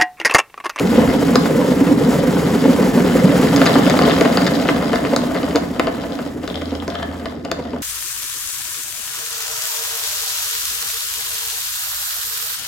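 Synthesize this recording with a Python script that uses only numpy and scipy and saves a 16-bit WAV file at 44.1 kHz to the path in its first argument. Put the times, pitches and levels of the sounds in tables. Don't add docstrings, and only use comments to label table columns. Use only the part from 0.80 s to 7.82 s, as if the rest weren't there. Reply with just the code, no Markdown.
import sys
import numpy as np
from scipy import signal
from scipy.fft import rfft, irfft, next_fast_len
from scipy.io import wavfile
from scipy.ndimage import uniform_filter1d

SR = 44100
rng = np.random.default_rng(int(sys.argv[2]) if len(sys.argv) > 2 else 0)


def output_pcm(signal):
    pcm = np.clip(np.atleast_2d(signal).T, -1, 1) * 32767
    wavfile.write(sys.argv[1], SR, np.round(pcm).astype(np.int16))


N = 309609
TIME_S = np.arange(N) / SR

# (time [s], share of top speed [0-1])
SPEED_CURVE = [(0, 0.88), (1.1, 0.82), (2.8, 1), (4, 0.72), (5.3, 0.46), (6.4, .36), (6.6, 0.37),
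               (7.02, 0.38)]
# (time of crest [s], level [dB], pitch [Hz], jar of gear housing [relative dB])
HEAVY_BUMPS = [(.185, 0, 229, -10), (.482, -8, 258, -14), (.584, -3, 261, -25), (.797, -8, 276, -9),
               (.923, -7.5, 253, -10), (1.018, -2.5, 272, -17), (1.121, -3.5, 268, -18),
               (1.286, -4.5, 232.6, -22), (1.858, -4.5, 270.4, -9.5), (1.9, -4, 244, -16),
               (2.179, -2, 244.7, -10), (2.358, -6, 271, -9), (2.448, -1, 181, -14), (2.555, -6.5, 235, -8),
               (2.772, -5.5, 271, -23), (2.966, -3, 269.6, -11), (3.257, -5, 253, -24),
               (4.335, -10, 251, -4), (4.757, -6.5, 289, -8), (5.928, -17, 260, -11.5),
               (6.795, -17, 262, -4), (6.942, -15.5, 256, -11)]
# (time [s], level [dB], knock [relative dB], crack [relative dB],
# step per rebound [dB], never upward)
HARD_CLACKS = [(0.5562, -2.5, -3, -8, -24), (0.657, -14.5, -3, -25, -14), (2.762, -13.5, -4, -1, -6.5),
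               (2.8155, -4.5, -5.5, -25, -18), (2.857, -10, -0.5, -8, -2), (2.8713, -13, -4, -6.5, -19),
               (2.955, -7, -8, -27, -7), (3.098, -10.5, -11, -7, -6), (3.19, -7, -5, -15, -17),
               (3.222, -11.5, -4, -14, -2.5), (3.275, -17, 8.5, -30, -7), (3.297, -13.5, -4, -16, 1),
               (3.4098, -9, 4, -9, -12), (3.4502, -10.5, 4, -22, -2.5), (3.5723, -7.5, -6, -10, -13),
               (3.6656, -13.5, -4, -6, -2.5), (3.8874, -6.5, -1, -35, -7), (4.131, -12, 2.5, -29, -10),
               (4.157, -14, -5, -10, -20), (4.2496, -13.5, -2, -28, -7), (4.3625, -10, -7, -3.5, -24),
               (4.546, -19.5, 5, -15, 0), (4.7515, -18, -1, -28, -7), (4.758, -13, 1, -4, -8),
               (4.996, -7, -0.5, -15, -12), (5.0705, -13.5, 3.5, -37, -5), (5.2345, -29, 7, -29, -6),
               (5.389, -18.5, -1.5, -19, -7), (5.6765, -20.5, -2, -5.5, -10), (6.0786, -20, 2.5, -7, -15),
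               (6.4567, -17.5, -2, -14, -10.5), (6.6498, -23.5, 4, -8, -13), (6.715, -12.5, -2, -4.5, -25),
               (6.9326, -23.5, 3, -36, -12)]
# (time [s], level [dB])
TOOTH_CATCHES = [(5.3218, -26), (5.3536, -27.5), (5.7, -24.5), (5.743, -25), (5.7563, -19.5), (5.7753, -30),
                 (5.8184, -25), (5.8563, -25), (5.908, -30), (5.9519, -25.5), (6.0005, -26.5), (6.102, -24),
                 (6.1535, -24)]
# (middle [s], half length [s], level change [dB])
GEAR_LULLS = [(0.834, 0.021, -3), (4.898, 0.052, -7.5), (5.55, 0.06, -12), (6.6, 0.042, -9)]
# (frequency [Hz], width [Hz], level [dB])
BOWL_MODES = [(145.5, 51, -6), (184.3, 12.8, 1.5), (220.2, 27.4, -2.5), (271.8, 53.5, -0.5),
              (438.4, 37, -13.5)]
# (frequency [Hz], width [Hz], level [dB])
HOUSING_MODES = [(433, 92, 0.5), (546, 75, 1), (900, 136, -12)]
# (frequency [Hz], width [Hz], level [dB])
LID_MODES = [(327, 53, 0.5), (502, 165, 11), (630, 37, 16), (686, 31, 15.5), (849, 210, 4.5),
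             (1024, 106, 4.5), (1245, 220, 2), (1510, 144, -1), (1752, 78, 1), (1966, 220, -3.5),
             (2945, 405, -9.5), (3430, 360, -13), (4650, 170, -17)]
# (frequency [Hz], width [Hz], level [dB])
CRANK_MODES = [(3460, 400, 14), (4970, 360, 14.5), (6440, 500, 8), (11800, 12000, -9)]
# (frequency [Hz], width [Hz], level [dB])
TOOTH_MODES = [(3320, 410, 6), (3940, 290, 6), (4870, 800, 3.5)]
# (frequency [Hz], width [Hz], level [dB])
RUBBED_MODES = [(686, 11.3, 9), (1230, 130, -7.5), (1730, 89, -5.5), (3360, 750, -17)]
# (frequency [Hz], relative spectral level [dB])
AIR_SPECTRUM = [(300, 27.5), (1000, 17), (2000, 13), (3000, 6), (4200, 2.5), (5000, 4.5), (6000, 3),
                (7400, 4.5), (10000, 2.5), (16000, -2.5)]
# (frequency [Hz], lead of left over right [rad])
PORT_LEAD = [(0, 0), (860, .45), (1200, .45), (3400, 1.0), (6000, .5), (7100, 0), (15400, -12.5),
             (22050, -13)]

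DRUM_DB, DRUM_POWER = -14, 1.825
AIR_DB, AIR_POWER = -24.5, 2.16
RATTLE_DB, RATTLE_POWER = -21, 1.745
TICK_DB, TICK_POWER = -36.5, 2.2
TEETH_PER_S, TEETH_POWER = 85, .5

LET_GO_S, LET_GO_TAKES_S = 2.695, 0.14
LOADED_RATTLE_DB, LOADED_TICK_DB, LOADED_CLATTER_DB = 0.5, -8, -5.5
FIRST_PUSH_S, CRANK_TURN_S, PUSH_WIDTH_S = 0.235, 0.572, 0.08
PUSH_DB, BETWEEN_PUSHES_DB = -33, -24.5
SHOVE_S, SHOVE_HALF_S, SHOVE_RUMBLE_DB, SHOVE_RATTLE_DB = 0.24, 0.12, 10, 5

BASKET_TURNS_PER_S, BUMP_OVER_DRUM_DB, BUMP_SPREAD_DB = 12, 6, 2
BUMP_HZ, BUMP_PITCH_SCATTER, BUMP_JAR_DB = 254.6, 0.071, -16.5
CLATTER_PER_S, CLATTER_OVER_RATTLE_DB, CLATTER_SPREAD_DB = 50, 0.5, 3
CLATTER_KNOCK_DB, CLATTER_CRACK_DB, CLATTER_REBOUND_DB = -1.5, -12.5, -6.5
REBOUND_S = .0055
MOST_EVENTS = 200

RUB_S, RUB_HALF_S, RUB_DB = 6.195, 0.066, -25.5
AIR_FADE_S, AIR_FADE_TAKES_S, AIR_FADE_DB = 6.45, 0.13, -7
AIR_LULL_SHARE = 0.23
HUM_HZ, HUM_DB = 81.4, -42.5
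HUM_SWELL_START_S, HUM_SWELL_END_S, HUM_SWELL_DB = 5.76, 6.4, 7.5

BOWL_ROOM_DB, BUMP_ROOM_DB, GEAR_ROOM_DB, CLACK_ROOM_DB, TICK_ROOM_DB = -3, -6, 0.5, -2, 4
KITCHEN_T60_S = 0.4
CUTOFF_HZ = 16000


def drumming(level_db, lumpy_db=3.5, top_hz=700, sway=0.36):
    push = rng.standard_normal(N) * from_db(lumpy_db * drift(16.8))
    low = from_db(sway * (level_db + 14.5)) * resonate(push, BOWL_MODES[:2])
    bowl = low + resonate(push, BOWL_MODES[2:])
    bowl = cut(cut(bowl, top_hz, "low"), 96, "high")
    return from_db(level_db) * even(bowl, 0.065)


def bumps(rows, swell_s=.004):
    out, t = np.zeros(N), TIME_S[:SR // 10]
    swell = peak_one(t ** 3 * np.exp(-t / swell_s))
    crest_s = np.argmax(swell) / SR
    noises = rng.standard_normal((MOST_EVENTS, len(t)))
    for (s, db, hz, jar_db), noise in zip(rows, noises):
        tone = np.sin(2 * np.pi * (hz * t + noise[0]))
        jar = from_db(jar_db) * rms_one(resonate(noise, HOUSING_MODES))
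        add(out, s - crest_s, from_db(db) * swell * (tone + jar))
    return out


def light_bumps(speed, drum_db, jitter=.25):
    strength, tuning = rng.standard_normal((2, N))
    level_db = drum_db + BUMP_OVER_DRUM_DB + BUMP_SPREAD_DB * strength
    pitch_hz = BUMP_HZ * np.exp(BUMP_PITCH_SCATTER * tuning)
    due = moments(BASKET_TURNS_PER_S * speed, jitter)
    return [(TIME_S[i], level_db[i], pitch_hz[i], BUMP_JAR_DB) for i in due]


def growl(driven, rough_db=7.5, rise=.18):
    push_times_s = np.arange(FIRST_PUSH_S, LET_GO_S, CRANK_TURN_S)
    pushes = sum(bell(s, PUSH_WIDTH_S) for s in push_times_s)
    friction = rng.standard_normal(N) * from_db(rough_db * drift(21.5))
    grind = even(resonate(friction, HOUSING_MODES), 0.071)
    pace = 1 + rise * (pushes - .5)
    gliding = np.interp(np.cumsum(pace), np.arange(N), grind)
    return driven * (from_db(BETWEEN_PUSHES_DB) + from_db(PUSH_DB) * pushes) * gliding


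def rattle(level_db, driven, taps_per_s=240, size_db=3.5, colour_db=3.5, clump_db=4.5, scrape=0.033):
    sizes = from_db(size_db * np.minimum(rng.exponential(1, N), 2.5)) * rng.choice([-1, 1], N)
    taps = sizes * (rng.random(N) < taps_per_s / SR) + scrape * rng.standard_normal(N)
    taps = taps * from_db(clump_db * drift(16.6))
    lid = 0
    for k, mode in enumerate(LID_MODES):
        stirred = taps * from_db(colour_db * rng.standard_normal(N))
        lid = lid + (-1) ** k * resonate(stirred, [mode])
    lid = even(lid, 0.09)
    tight = from_db(-1.5) * cut(cut(lid, 5000, "low", order=1), 1400, "high", order=1)
    return from_db(level_db) * ((1 - driven) * lid + driven * tight)


def clacks(rows, contact_s=0.0008, soft_s=0.0021, plain_db=-17, crack_trim_db=-2.5, knock_trim_db=-3.0):
    out, t = np.zeros(N), TIME_S[:SR // 10]
    attack_samples = np.sum(t < .006)
    thud = [(400, 180, 11)]  # (frequency [Hz], width [Hz], level [dB])
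    grits = rng.choice([-1, 1], (MOST_EVENTS, len(t)))
    spacings_s = REBOUND_S * rng.uniform(.6, 1.4, (MOST_EVENTS, 4))
    for (s, db, knock_db, crack_db, step_db), grit, gaps_s in zip(rows, grits, spacings_s):
        contact = grit * rebounds(t, step_db, gaps_s, contact_s)
        push = grit * rebounds(t, step_db, gaps_s, soft_s)
        knock = cut(resonate(push, LID_MODES) + resonate(push, thud), 1060, "low")
        snap = resonate(contact, LID_MODES) + from_db(plain_db) * contact
        snap = cut(cut(snap, 1085, "high"), 2960, "low")
        crack = resonate(contact, CRANK_MODES)
        parts = [(knock, knock_db + knock_trim_db), (snap, -3.0), (crack, crack_db + crack_trim_db)]
        for part, part_db in parts:
            strength = np.sqrt(uniform_filter1d(part ** 2, attack_samples).max())
            add(out, s, from_db(db + part_db) * part / strength)
    return out


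def rebounds(t, step_db, gaps_s, contact_s):
    starts_s = np.cumsum(gaps_s) - gaps_s[0]
    force = 0
    for k, s in enumerate(starts_s):
        force = force + from_db(min(step_db, 0) * k) * (t >= s) * np.exp(-np.abs(t - s) / contact_s)
    return force


def light_clacks(speed, rattle_db, driven, jitter=.6):
    level_db = rattle_db + CLATTER_OVER_RATTLE_DB + LOADED_CLATTER_DB * driven
    level_db = level_db + CLATTER_SPREAD_DB * rng.standard_normal(N)
    per_s = CLATTER_PER_S * speed ** 2 * (1 - driven / 2)
    return [(TIME_S[i], level_db[i], CLATTER_KNOCK_DB, CLATTER_CRACK_DB, CLATTER_REBOUND_DB)
            for i in moments(per_s, jitter)]


def ticking(level_db, per_s, uneven=.45, size_db=3, clump_db=3, scuff_s=0.0016, dull_hz=6000):
    flurry = drift(20)
    teeth = np.floor(np.cumsum(per_s * np.exp(uneven * flurry)) / SR)
    tick_db = size_db * np.clip(rng.standard_normal(N), -2, 1) + clump_db * np.clip(flurry, -2, 1)
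    sizes = np.diff(teeth, prepend=0) * from_db(tick_db)
    pressure = signal.lfilter([1], [1, -np.exp(-1 / (scuff_s * SR))], sizes + 1e-18)
    ticks = cut(resonate(pressure * rng.choice([-1, 1], N), TOOTH_MODES), dull_hz, "low")
    return from_db(level_db) * rms_one(ticks)


def catches(contact_s=0.00059, lid_db=-8):
    out, t = np.zeros(N), TIME_S[:SR // 20]
    grits = rng.choice([-1, 1], (MOST_EVENTS, len(t)))
    for (s, db), grit in zip(TOOTH_CATCHES, grits):
        contact = grit * np.exp(-t / contact_s)
        click = peak_one(cut(resonate(contact, TOOTH_MODES), 3900, "low"))
        tap = from_db(lid_db) * peak_one(resonate(contact, LID_MODES))
        add(out, s, from_db(db) * (click + tap))
    return out


def rub(rough_db=10.0):
    friction = rng.standard_normal(N) * from_db(rough_db * drift(46))
    scrape = even(resonate(friction, RUBBED_MODES), 0.049)
    return from_db(RUB_DB) * bell(RUB_S, RUB_HALF_S) * scrape


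def air(level_db, flutter_db=2.0, width=0.013):
    hz, db = np.transpose(AIR_SPECTRUM)
    bins_hz = np.maximum(np.fft.rfftfreq(N, 1 / SR), 1)
    colour = from_db(np.interp(np.log(bins_hz), np.log(hz), db))
    noise = irfft(rfft(rng.standard_normal((2, N))) * colour, N)
    mid, side = rms_one(cut(noise, 390, "high"))
    return from_db(level_db + flutter_db * drift(30.0)) * stereo(mid, width * side)


def table(drum_db, shove_db, follow=0.57, offset_db=-27.5, top_hz=85, width=0.2):
    noise = cut(rng.standard_normal((2, N)), top_hz, "low")
    mid, side = rms_one(cut(noise, 44.0, "high", order=6))
    return from_db(follow * drum_db + offset_db + shove_db) * stereo(mid, width * side)


def hum(waver_db=2.5, wander_hz=1.27):
    phase = 2 * np.pi * np.cumsum(HUM_HZ + wander_hz * drift(4.6)) / SR
    swell_db = held(HUM_SWELL_START_S, HUM_SWELL_END_S, HUM_SWELL_DB)
    return np.sqrt(2) * from_db(HUM_DB + swell_db + waver_db * drift(5.4)) * np.sin(phase)


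def kitchen(x, alike_below_hz=330, dull_hz=6000, early_db=6, early_s=0.0023):
    t = TIME_S[:SR // 2]
    decay = from_db(-60 * t / KITCHEN_T60_S) + from_db(early_db) * np.exp(-t / early_s)
    tails = rng.standard_normal((2, len(t))) * decay * (t > .001)
    mid, side = cut(tails / np.sqrt(np.sum(tails ** 2)), dull_hz, "low", order=1)
    side = cut(side, alike_below_hz, "high")
    mid = from_db(-1.5) * cut(mid, alike_below_hz, "high")
    return signal.fftconvolve(x[None], stereo(mid, side), axes=1)[:, :N]


def from_db(db):
    return 10 ** (np.asarray(db) / 20)


def rms_one(x):
    return x / np.sqrt(np.mean(x ** 2) + 1e-20)


def peak_one(x):
    return x / np.abs(x).max()


def even(x, seconds):
    return x / np.sqrt(np.abs(uniform_filter1d(x ** 2, int(seconds * SR))) + 1e-20)


def drift(rate):
    r = np.exp(-80 * np.pi * rate / SR)
    noise = rng.standard_normal(N // 40 + 2002)
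    slow = signal.lfilter([1], [1, -2 * r, r * r], noise)[2000:]
    return np.interp(np.arange(N) / 40, np.arange(len(slow)), rms_one(slow))


def cut(x, hz, kind, order=2):
    sos = signal.butter(order, min(hz, .45 * SR), kind, fs=SR, output="sos")
    return signal.sosfilt(sos, x + 1e-18)


def resonate(x, modes):
    out = 0
    for k, (hz, width_hz, db) in enumerate(modes):
        r = np.exp(-np.pi * width_hz / SR)
        poles = [1, -2 * r * np.cos(2 * np.pi * hz / SR), r * r]
        gain = (-1) ** k * from_db(db) * (1 - r * r) / 2
        out = out + gain * signal.lfilter([1, 0, -1], poles, x + 1e-18)
    return out


def bell(middle_s, half_s):
    return np.exp(-((TIME_S - middle_s) / half_s) ** 2)


def held(start_s, end_s, height, attack_s=.04, release_s=0.063):
    ramps = np.minimum((TIME_S - start_s) / attack_s, (end_s - TIME_S) / release_s)
    return height * np.clip(ramps + .5, 0, 1)


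def faded(start_s, takes_s, db):
    return db * np.clip((TIME_S - start_s) / takes_s, 0, 1)


def moments(per_s, jitter):
    turns = np.cumsum(per_s) / SR
    due = np.arange(MOST_EVENTS) + jitter * rng.standard_normal(MOST_EVENTS)
    return np.searchsorted(turns, due[(due > 0) & (due < turns[-1])])


def add(track, s, sound):
    start = int(np.clip(s * SR, 0, N - 1))
    track[start:start + len(sound)] += sound[:N - start]


def stereo(mid, side):
    return np.array([mid + side, mid - side])


def pan(x, left_db):
    return x * from_db([[left_db], [-left_db]])


def scene():
    speed = np.interp(TIME_S, *np.transpose(SPEED_CURVE))
    speed_db = 20 * np.log10(speed)
    driven = 1 - faded(LET_GO_S, LET_GO_TAKES_S, 1)
    lull_db = sum(db * bell(s, half_s) for s, half_s, db in GEAR_LULLS)
    shove = bell(SHOVE_S, SHOVE_HALF_S)

    drum_db = DRUM_DB + DRUM_POWER * speed_db
    rattle_db = RATTLE_DB + RATTLE_POWER * speed_db + LOADED_RATTLE_DB * driven
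    rattle_db = rattle_db + lull_db + SHOVE_RATTLE_DB * shove
    tick_db = TICK_DB + TICK_POWER * speed_db + LOADED_TICK_DB * driven + lull_db
    air_db = AIR_DB + AIR_POWER * speed_db + AIR_LULL_SHARE * lull_db
    air_db = air_db + faded(AIR_FADE_S, AIR_FADE_TAKES_S, AIR_FADE_DB)

    bowl = drumming(drum_db) + growl(driven)
    thumps = bumps(HEAVY_BUMPS + light_bumps(speed, drum_db))
    gears = rattle(rattle_db, driven) + rub()
    knocks = clacks(HARD_CLACKS + light_clacks(speed, rattle_db, driven))
    ticks = ticking(tick_db, TEETH_PER_S * speed ** TEETH_POWER) + catches()
    around = air(air_db) + table(drum_db, SHOVE_RUMBLE_DB * shove) + hum()

    direct = bowl + thumps + pan(gears + knocks, left_db=1.5) + pan(ticks, left_db=7.0)
    sends = [(bowl, BOWL_ROOM_DB), (thumps, BUMP_ROOM_DB), (gears, GEAR_ROOM_DB),
             (knocks, CLACK_ROOM_DB), (ticks, TICK_ROOM_DB)]
    room = kitchen(sum(from_db(db) * source for source, db in sends))
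    return direct + room + around


def record(dry):
    size = next_fast_len(N + SR // 10)
    lead_rad = np.interp(np.fft.rfftfreq(size, 1 / SR), *np.transpose(PORT_LEAD))
    shift = np.exp(.5j * lead_rad * np.array([[1], [-1]]))
    heard = irfft(rfft(dry, size) * shift, size)[:, :N]
    heard = heard / (1 + heard ** 8) ** (1 / 8)
    return signal.sosfilt(signal.ellip(10, .1, 80, CUTOFF_HZ, fs=SR, output="sos"), heard)


dry = scene()
out = record(dry)
output_pcm(out)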